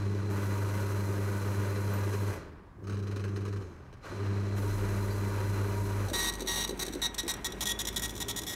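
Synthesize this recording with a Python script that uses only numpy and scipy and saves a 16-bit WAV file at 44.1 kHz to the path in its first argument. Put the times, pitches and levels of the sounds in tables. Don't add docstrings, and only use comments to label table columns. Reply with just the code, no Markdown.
import sys
import numpy as np
from scipy import signal
from scipy.fft import rfft, irfft
from scipy.io import wavfile

SR = 44100
rng = np.random.default_rng(int(sys.argv[2]) if len(sys.argv) > 2 else 0)


def pcm_store(signal):
    levels = np.round(np.clip(np.atleast_2d(signal), -1, 1) * 32767)
    wavfile.write(sys.argv[1], SR, levels.astype(np.int16).T)


N = 377055
T = np.arange(N) / SR
BINS = np.fft.rfftfreq(8192, 1 / SR)


def amp(db):
    return np.exp(np.asarray(db) * (np.log(10) / 20))


def unit_rms(x):
    return x / np.sqrt(np.mean(x ** 2) + 1e-20)


def since(s):
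    return np.maximum(T - s, 0)


def gate(on, off, rise_s, fall_db_per_s):
    return np.minimum(since(on) / rise_s, 1) ** 2 * amp(-fall_db_per_s * since(off))


def automation(points):
    return np.interp(T, *np.transpose(points))


def at_hz(points, hz):
    f, value = np.transpose(points)
    return np.interp(np.log(hz + 1), np.log(f + 1), value)


def add(mix, s, sound):
    part = mix[max(round(s * SR), 0):][:len(sound)]
    part += sound[:len(part)]


def wander(rate_hz):
    hop = 64
    t = T[::hop]
    rolloff = 1 + (np.fft.rfftfreq(len(t), hop / SR) / rate_hz) ** 4
    slow = irfft(rfft(rng.standard_normal(len(t))) / rolloff, len(t))
    return unit_rms(np.interp(T, t, slow))


def rough_tone(phase, width_hz):
    return wander(width_hz) * np.cos(phase) + wander(width_hz) * np.sin(phase)


def eq(points):
    return amp(at_hz(points, BINS))


def peaks(modes, column=2):
    return np.sqrt(sum(amp(mode[column]) ** 2 / (1 + ((BINS - mode[0]) / (mode[1] * np.pi / 4)) ** 2) ** 2
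                       for mode in modes))


def colour(x, gain):
    log_gain = np.log(np.maximum(gain / gain.max(), 1e-5))
    mirrored = np.r_[log_gain, log_gain[-2:0:-1]]
    impulse = np.fft.ifft(np.exp(np.conj(signal.hilbert(mirrored)))).real[:len(BINS)]
    return signal.oaconvolve(x, impulse / np.linalg.norm(impulse))[:N]


def grit(per_s, spread_db):
    size = amp(spread_db * np.minimum(rng.exponential(1, N), 4))
    return unit_rms(size * rng.choice([-1, 1], N) * (rng.random(N) < per_s / SR))


def scatter(t60):
    t = T[:SR // 8]
    burst = rng.standard_normal(len(t)) * amp(-60 * t / t60)
    return burst / np.linalg.norm(burst)


def blows(hits, t60):
    out = np.zeros(N)
    for s, db in hits:
        burst = scatter(t60)
        add(out, s, amp(db) * burst / np.sqrt(np.mean(burst[:SR // 500] ** 2)))
    return out


def ring(hz, db, t60):
    t = T[:SR // 2]
    return amp(db - 60 * t / t60) * np.sin(2 * np.pi * (hz * t + rng.random()))


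# f/Hz, level/dB
HALL_EQ = [(18, -36), (30, -13), (53, -13), (71, -10), (134, -14.5), (210, -22.5), (374, -28.5),
           (461, -33.5), (1130, -29.5), (1350, -36.5), (1670, -36.5), (2830, -51.5), (16000, -68)]
def hall(level_db=-51.5):
    return amp(level_db) * unit_rms(colour(rng.standard_normal(N), eq(HALL_EQ)))


# on t/s, disc grips t/s, off t/s, hum level/dB,
# cabinet level/dB, rub level/dB, scrape level/dB, rub release/(dB/s), rim offset from the rub/dB
RUNS = [(-1, -1, 2.305, -32, -44, -47, -62.5, 70, -1), (2.73, 3, 3.605, -34.5, -48, -55, -68.5, 24, -8),
        (4.035, 4, 6.06, -32.2, -44.5, -48, -63, 75, 1)]
# multiple of the hum, level/dB relative to its fundamental
HUM_HARMONICS = [(1, 0), (2, -13.5), (3, -18.5), (4, -17.5)]
GEAR_TONES = [(1.23, -25), (1.69, -27), (3.14, -27), (3.39, -24), (3.75, -24), (3.885, -21), (4.23, -22.5)]
def motor(hum_hz=100, rise_s=.19, coast_db=-7, sag_hz=22.03, sag_s=.08):
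    level, sag = np.zeros((2, N))
    for on, _, off, db, *_ in RUNS:
        powered = gate(on, off, rise_s, fall_db_per_s=330)
        coasting = amp(coast_db) * gate(on, off, rise_s, fall_db_per_s=68)
        level += amp(db) * np.maximum(powered, coasting)
        sag = np.where(T < on, sag, 1 - np.exp(-since(off) / sag_s))
    phase = 2 * np.pi * np.cumsum(hum_hz - sag_hz * sag) / SR
    hum = np.sin(phase) * amp(wander(23))
    for k, db in HUM_HARMONICS[1:]:
        gain = amp(db + 1.7 * wander(6.9))
        hum += gain * np.sin(k * phase + 2 * np.pi * rng.random() + .055 * wander(15))
    for ratio, db in GEAR_TONES:
        hum += amp(db) * np.sin(ratio * phase + 2 * np.pi * rng.random() + .74 * wander(4.4))
    return np.sqrt(2) * hum * level, phase


# f/Hz, level/dB
CABINET_EQ = [(70, -19.5), (84, -3), (100, -11), (118, -4.5), (141, -14.5), (175, -1), (212, -2.5),
              (245, -9), (280, -3.5), (330, -3), (385, -1.5), (420, -1), (455, -14), (520, -13),
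              (620, -19.5), (800, -28.5), (1500, -52.5)]
RELEASE_LAG_S = .053
def cabinet(hum_phase, throb=.36, printer_db=-45.5):
    ripple = 1 + throb * np.cos(hum_phase) * (T < 6.1)
    drive = grit(per_s=6000, spread_db=-.5) * ripple
    motor_shake = sum(amp(db) * gate(on, off + RELEASE_LAG_S, rise_s=.094, fall_db_per_s=56)
                      for on, _, off, _, db, *_ in RUNS)
    level = np.hypot(motor_shake, amp(printer_db) * printer_effort())
    return level * unit_rms(colour(drive, eq(CABINET_EQ)))


# from t/s, until t/s
SPINS = [(.255, 2.29), (4.51, 6.05)]
def disc_pressure(grip_s=.049, scrape_fade=2.2, spin_rub_db=-46.5, spin_scrape_db=-56):
    rim, rub, scrape = np.zeros((3, N))
    for _, grip, off, _, _, rub_db, scrape_db, release, rim_db in RUNS:
        bright = gate(grip, off, grip_s, release * scrape_fade)
        rub += amp(rub_db) * gate(grip, off, grip_s, release)
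        rim += amp(rub_db + rim_db) * bright
        scrape += amp(scrape_db) * bright
    spin = sum(gate(on, off + RELEASE_LAG_S, rise_s=.058, fall_db_per_s=66) for on, off in SPINS)
    rub = np.hypot(rub, amp(spin_rub_db) * spin)
    scrape = np.hypot(scrape, amp(spin_scrape_db) * spin ** scrape_fade)
    return rim, rub, scrape


# f/Hz, level/dB
RUB_EQ = [(330, -10), (520, 1), (620, -2), (760, -11), (950, -2.5), (1060, -4.5), (1220, -2), (1350, -7),
          (1460, -3.5), (1620, -5.5), (1790, -10.5), (2000, -8), (2150, -15), (2300, -10.5), (2550, -13.5),
          (2850, -17), (3590, -22), (5000, -23.5), (8000, -50)]
# f/Hz, width/Hz, level/dB
STEEL_MODES = [(4100, 190, 4), (5400, 1000, -5), (6100, 700, 1), (6900, 700, -2), (8000, 1200, -3),
               (9250, 800, -5.5), (9980, 500, -1.5), (11250, 900, -2.5), (12180, 500, -3.5),
               (12850, 900, -6.5), (13550, 600, -7.5), (14950, 900, -8.5)]
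def disc(hum_phase, throb=.056, rim_trim_db=-14, scrape_trim_db=1.5, dull_hz=6800):
    rim_gain, rub_gain, scrape_gain = disc_pressure()
    contact = amp(.76 * wander(44)) * (1 + throb * np.cos(hum_phase))
    rub = colour(contact * grit(per_s=3500, spread_db=.5), eq(RUB_EQ))
    rim = colour(contact * grit(per_s=3700, spread_db=-.5), peaks([(4077, 125, -2.5), (4370, 3700, -18.5)]))
    scrape = unit_rms(colour(contact * grit(per_s=9700, spread_db=2), peaks(STEEL_MODES)))
    track = rub_gain * unit_rms(rub * amp(wander(6)))
    track += rim_gain * amp(rim_trim_db) * unit_rms(rim * amp(wander(16)))
    press_db = 20 * np.log10(scrape_gain + 1e-9)
    firm = np.interp(press_db, [-64, -58], [0, 1])
    dull = unit_rms(signal.filtfilt(*signal.butter(1, dull_hz, fs=SR), scrape))
    rail = amp(press_db + scrape_trim_db) * (firm * scrape + (1 - firm) * dull)
    fade_out = np.interp(T, [6.1, 6.18], [1, 0])
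    return fade_out * (track + rail)


# t/s, level/dB before the trim
KNOCKS = [(.149, -41), (2.135, -33), (2.841, -49), (2.871, -38.5), (2.896, -37), (2.922, -39), (2.944, -40),
          (2.969, -40.5), (2.991, -40.5), (3.026, -42), (3.071, -39.5), (3.113, -38), (3.161, -33.5),
          (3.196, -39), (3.24, -34.5), (3.281, -41), (3.361, -36), (3.408, -43), (3.452, -36.5),
          (3.479, -40.5), (3.527, -40), (3.561, -41.5), (3.613, -44), (3.928, -48), (3.972, -57)]
# f/Hz, level/dB
KNOCK_EQ = [(200, 2.5), (400, 15.5), (770, -7.5), (1250, 6), (1600, 3.5), (2100, -7.5), (2500, -1),
            (2750, -8.5), (3000, -3.5), (3400, -15), (3750, -9), (4050, -2.5), (4400, -11), (5500, -9),
            (6650, -9.5), (7000, -19), (8300, -16), (15000, -29)]
def knocks(trim_db=-4, per_spin=12, rattle_db=-43, spread_db=2.5, bounce_s=.009, bounce_db=-2.5):
    hits = list(KNOCKS)
    for on, off in SPINS:
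        times = rng.uniform(on, off, per_spin)
        hits += zip(times, rng.normal(rattle_db, spread_db, per_spin))
    bounces = [(s + bounce_s, db + bounce_db) for s, db in hits]
    return amp(trim_db) * colour(blows(hits + bounces, t60=.064), eq(KNOCK_EQ))


# f/Hz, level/dB
WHINES = [(485, -60), (514, -59), (598, -61), (872, -64), (930, -60), (950, -57), (969, -60), (1016, -63),
          (1079, -63), (1436, -64), (1518, -64), (1950, -68), (2032, -66)]
def whine(spin_up_s=.03, spin_down_s=.16, panel_hz=594, panel_width_hz=95, panel_db=14.5):
    speed = sum((1 - np.exp(-since(on) / spin_up_s)) * np.exp(-since(off) / spin_down_s)
                for on, off in SPINS)
    falling = np.gradient(speed) < 0
    out = np.zeros(N)
    for full_hz, db in WHINES:
        hz = full_hz * speed
        resonance_db = panel_db / (1 + ((hz - panel_hz) / panel_width_hz) ** 2)
        flare_db = resonance_db * falling * (700 < full_hz < 1000)
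        out += amp(db + flare_db) * rough_tone(2 * np.pi * np.cumsum(hz) / SR, width_hz=7)
    return out * speed ** 1.2


# t/s, f/Hz, level/dB
CATCHES = [(.35, 944, -50), (1.38, 1490, -51), (1.6, 1445, -56), (1.77, 1470, -53)]
def catches(swell_s=.043):
    return sum(amp(db) * np.exp(-((T - s) / swell_s) ** 2) * rough_tone(2 * np.pi * hz * T, width_hz=45)
               for s, hz, db in CATCHES)


# t/s, f/Hz, level/dB, t60/s
PINGS = [(1.936, 12040, -45, 0.2), (5.106, 4633, -49, 0.2), (5.105, 12500, -59, 0.21)]
def coin_pings():
    out = np.zeros(N)
    for s, hz, db, t60 in PINGS:
        add(out, s, ring(hz, db, t60))
    return out


# t/s, level/dB before the trim, boost of the lowest mode/dB
TINKLES = [(2.825, -67, 3), (2.975, -62, -3), (2.9, -60, -2), (3.165, -57, -4), (3.245, -58, -4),
           (3.34, -55, -14), (3.63, -62, -2), (3.7, -68, 1), (3.77, -70, 0), (3.84, -69, 0)]
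# f/Hz, relative level/dB, t60/s
TINKLE_MODES = [(5400, -6, .4), (6220, -6, .35), (6450, -9, .35), (8400, -12, .2)]
def tinkles(trim_db=-1, spread_db=2.5, detune=.0122, attack_s=.014):
    out = np.zeros(N)
    for s, db, low_db in TINKLES:
        tinkle = 0
        for k, (hz, mode_db, t60) in enumerate(TINKLE_MODES):
            level_db = db + trim_db + mode_db + low_db * (k == 0)
            tinkle += ring(hz * rng.normal(1, detune), rng.normal(level_db, spread_db), t60)
        add(out, s, tinkle * np.minimum(T[:len(tinkle)] / attack_s, 1))
    return out


# f/Hz, level/dB
CLUNK_EQ = [(200, 2), (400, 9), (770, -4), (1500, 6), (2200, -7), (4000, -14), (6000, -18), (9000, -28),
            (15000, -35)]
def clunk(at_s=4.055, level_db=-44):
    return colour(blows([(at_s, level_db)], t60=.14), eq(CLUNK_EQ))


# t/s, level/dB
DRONE_FADER = [(4.2, -70), (4.55, -51), (4.78, -40), (5.3, -48), (6.25, -42.5), (7.4, -50.5), (8.05, -44.5),
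               (8.55, -58)]
def drone(climb_from_s=4.4, start_hz=33.43, first_second_hz=10, octave_db=-13, swell_db=-52):
    hz = start_hz + first_second_hz * since(climb_from_s) ** .53
    phase = 2 * np.pi * np.cumsum(hz) / SR
    level = amp(automation(DRONE_FADER))
    octave = amp(octave_db) * level + amp(swell_db) * np.interp(T, [7.6, 8.15, 8.55], [0, 1, .2])
    return np.sqrt(2) * (level * np.sin(phase) + octave * np.sin(2 * phase))


def carriage(level_db=-49.5, waver_db=1.8):
    body = peaks([(80, 25, 11), (221, 58, 15.8), (573, 180, 7.1), (940, 650, 1), (1495.6, 1600, 1.5)])
    whirr = unit_rms(colour(grit(per_s=2200, spread_db=.5), body))
    fade_in = np.interp(T, [6.05, 6.12], [0, 1])
    return amp(level_db + waver_db * wander(18)) * whirr * fade_in


def printer_effort(on_s=6.08, rise_s=.048, dip_at_s=7.31, dip_width_s=.33, dip_db=-5):
    dip = np.exp(-((T - dip_at_s) / dip_width_s) ** 2)
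    return np.minimum(since(on_s) / rise_s, 1) * amp(dip_db * dip)


# t/s, level/dB before the trim
RATCHETS = [(6.086, -43), (6.099, -40), (6.325, -40), (6.338, -36.5), (6.354, -42), (6.385, -47),
            (6.396, -44), (6.407, -35), (6.422, -38.5), (6.463, -43), (6.678, -35.5), (6.694, -34.5),
            (6.71, -41), (6.776, -47), (6.853, -42), (6.866, -37.5), (6.883, -40.5), (6.913, -54),
            (6.927, -44), (6.936, -40.5), (6.951, -43.5), (7.232, -44), (7.249, -52), (7.267, -48),
            (7.367, -52), (7.504, -51), (7.929, -44), (7.944, -46), (8.081, -42), (8.095, -37),
            (8.107, -40.5), (8.14, -49), (8.154, -41), (8.165, -39.5), (8.179, -39), (8.192, -49),
            (8.419, -37), (8.436, -38), (8.453, -54)]
def ratchet(trim_db=-.7, lead_s=.01, rise_s=.0019, t60=.045):
    out = np.zeros(N)
    t = T[:SR // 12] - lead_s
    envelope = np.where(t < 0, np.exp(-(t / rise_s) ** 2), amp(-60 * t / t60))
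    for s, db in RATCHETS:
        add(out, s - lead_s, amp(db + trim_db) * envelope * rng.standard_normal(len(t)))
    return out


# t/s, level/dB before the trim
FEED_STEPS = [(6.089, -40.5), (6.114, -33), (6.152, -37), (6.399, -41), (6.419, -32.5), (6.442, -36),
              (6.491, -39.5), (6.69, -32), (6.707, -37), (6.726, -36), (6.825, -38), (6.877, -37),
              (6.896, -35.5), (6.939, -37), (6.955, -33.5), (6.969, -37), (6.989, -43), (7.234, -37),
              (7.25, -39.5), (7.263, -34.5), (7.477, -39.5), (7.5, -40), (7.534, -39), (7.618, -41)]
# f/Hz, relative level/dB, t60/s
BAY_MODES = [(270, -6.5, 0.077), (366.6, 0, 0.083), (505, -5.5, 0.054)]
def paper_feed(trim_db=3, detune=.077, attack_s=.0029):
    out = np.zeros(N)
    for s, db in FEED_STEPS:
        pitch = rng.normal(1, detune)
        knock = sum(ring(hz * pitch, db + mode_db + trim_db, t60) for hz, mode_db, t60 in BAY_MODES)
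        add(out, s, knock * np.minimum(T[:len(knock)] / attack_s, 1))
    return out


DOT_HZ = 1893.5
def needles(length_s, count=7, fire_chance=.55, repeat_chance=.72, direct=.38, swing_s=.0055):
    column = (T[:round(length_s * SR) + SR // 25] * DOT_HZ).astype(int)
    strike = np.diff(column, prepend=-1)
    slots = np.arange(column[-1] + 1)
    inked = (slots % 10 < 8) & (slots < length_s * DOT_HZ)
    density = fire_chance * rng.normal(1, .3, len(slots))[slots // 10]
    rasp, load = np.zeros((2, len(column)))
    for _ in range(count):
        fired = inked & ((rng.random(len(slots)) < density) | (slots < 2))
        pattern = np.r_[rng.permutation([-1, 1] * 4), 0, 0][slots % 10]
        push = np.where(rng.random(len(slots)) < repeat_chance, pattern, rng.choice([-1, 1], len(slots)))
        hits = strike * (fired * push)[column]
        rebound = signal.oaconvolve(hits, scatter(t60=.022))[:len(rasp)]
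        rasp += direct * hits + rebound
        load += fired[column]
    swing = signal.lfilter([1], [1, -np.exp(-1 / (swing_s * SR))], load)
    filled = np.sqrt(length_s * SR / len(column))
    return filled * unit_rms(rasp), filled * unit_rms(swing)


PERSPECTIVE_TIMES = [6.825, 7.117, 7.71]
# multiple of the character rate, relative level/dB away, nearing, above
BUZZ_PARTIALS = [(5, -55, -56, -51), (10, -37.5, -41, -40), (18, -62, -56, -44.5), (19, -52, -50, -53),
                 (20, -37.5, -35.5, -41), (21, -46, -50, -50), (30, -41, -43.5, -44), (31, -54, -55, -47.5),
                 (32, -54, -47, -58), (37, -58, -60, -50), (40, -60, -52, -52), (45, -55, -60, -62),
                 (50, -57, -51, -49)]
def head_buzz(swing, dot_waver_db=1.74, between_waver_db=4):
    phase = (2 * np.pi * DOT_HZ * T + .24 * wander(22)) / 10
    out = np.zeros(N)
    for k, *place_db in BUZZ_PARTIALS:
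        waver_db = between_waver_db if k % 10 else dot_waver_db
        level_db = np.interp(T, PERSPECTIVE_TIMES, place_db) + waver_db * wander(12)
        out += amp(level_db) * np.sin(k * phase + 2 * np.pi * rng.random())
    return swing * out


# t/s, length/s, rasp level/dB before the trim, buzz gain/dB, ring boost/dB
PRINT_RUNS = [(6.132, 0.169, -32.5, 0, 0), (6.472, .18, -33.5, -2.5, 1), (6.793, 0.042, -33.5, -6, 0.5),
              (7.017, 0.051, -35, 2, 0.5), (7.144, 0.0054, -35, -12, -1), (7.181, .026, -33, 2, 0.5),
              (7.279, 0.039, -33, 0.5, 0), (7.338, .004, -36, -2, -1.5), (7.445, .025, -34, 0, 0.5),
              (7.521, 0.0037, -41, -4, 2), (7.607, 0.032, -33, -6, -1), (7.656, .066, -33, 0.5, -1),
              (7.79, .028, -32, -2, 0), (7.851, .0058, -34.5, -4, 1), (7.871, .0175, -31, -6, 2.5),
              (7.961, .02, -31, -1, 1.5), (7.995, 0.0043, -32, -4, -2), (8.02, .043, -33, -1, -1),
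              (8.202, .026, -33.5, -4, 1), (8.283, .031, -33, -7, 3), (8.361, .034, -34, -4, 0.5),
              (8.466, 0.076, -37, -7, -1)]
# f/Hz, width/Hz, level/dB away, nearing, above
HEAD_MODES = [(903, 236, -2.5, -4, -5.5), (1360, 1400, -10.5, -13, -16), (2000, 980, -8, -10, -11.5),
              (3010, 250, -8, -19, -11), (3440, 255, -11, -9, 3), (3910, 300, 4.5, 5, -1.5),
              (4460, 460, -5, -16, -16), (5340, 420, -18, -13, -4), (5875, 330, 2, 3, 0.5),
              (6430, 460, -2, -15, -15), (6930, 420, -16, -11, -.5), (7960, 480, -4, -0.5, -7),
              (8550, 380, -1, -9, -13), (8920, 400, -18, -16, -4), (9860, 600, -5.5, -9.5, -6),
              (11600, 870, -8, -10, -12), (12450, 1400, -11, -17, -8.5), (14900, 1900, -16, -19, -16)]
def printer(rasp_trim_db=-1.8, slide_db=-58, ring_band_hz=(3150, 4250)):
    sliding = amp(slide_db + .5 * wander(45)) * printer_effort() ** 1.3
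    drive = sliding * rng.standard_normal(N) + ratchet()
    swinging, out = np.zeros((2, N))
    for s, length_s, rasp_db, buzz_db, _ in PRINT_RUNS:
        rasp, swing = needles(length_s)
        add(drive, s, amp(rasp_db + rasp_trim_db) * rasp)
        add(swinging, s, amp(buzz_db) * swing)
    for k, place in enumerate(np.eye(len(PERSPECTIVE_TIMES))):
        crossfade = np.sqrt(np.interp(T, PERSPECTIVE_TIMES, place))
        out += crossfade * colour(drive, peaks(HEAD_MODES, column=2 + k))
    out += head_buzz(swinging)
    boost_db = automation([(s + length_s / 2, db) for s, length_s, _, _, db in PRINT_RUNS])
    band = signal.sosfiltfilt(signal.butter(2, ring_band_hz, "bandpass", fs=SR, output="sos"), out)
    return out + (amp(boost_db) - 1) * band


# f/Hz, t60/s
REVERB_DECAY = [(200, 0.46), (1000, 0.7), (4000, 0.18), (14000, 0.068)]
def reverb(x):
    hz, t, noise = signal.stft(rng.standard_normal(SR // 2), SR, nperseg=256)
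    decay = amp(-60 * t / at_hz(REVERB_DECAY, hz)[:, None])
    tail = signal.istft(noise * decay, SR, nperseg=256)[1]
    tail[:SR // 200] = 0
    return signal.oaconvolve(x, tail / np.linalg.norm(tail))[:N]


def scene(send_db=-13):
    hum, hum_phase = motor()
    hits = knocks() + coin_pings() + tinkles() + clunk() + paper_feed() + printer()
    running = hum + cabinet(hum_phase) + disc(hum_phase) + whine() + catches() + carriage()
    return (hall() + running + hits + drone() + amp(send_db) * reverb(hits))[None]


def record(dry):
    high_cut = signal.firwin(301, 15800, window=("kaiser", 8), fs=SR)
    return signal.oaconvolve(dry, high_cut[None], "same")


dry = scene()
out = record(dry)
pcm_store(out)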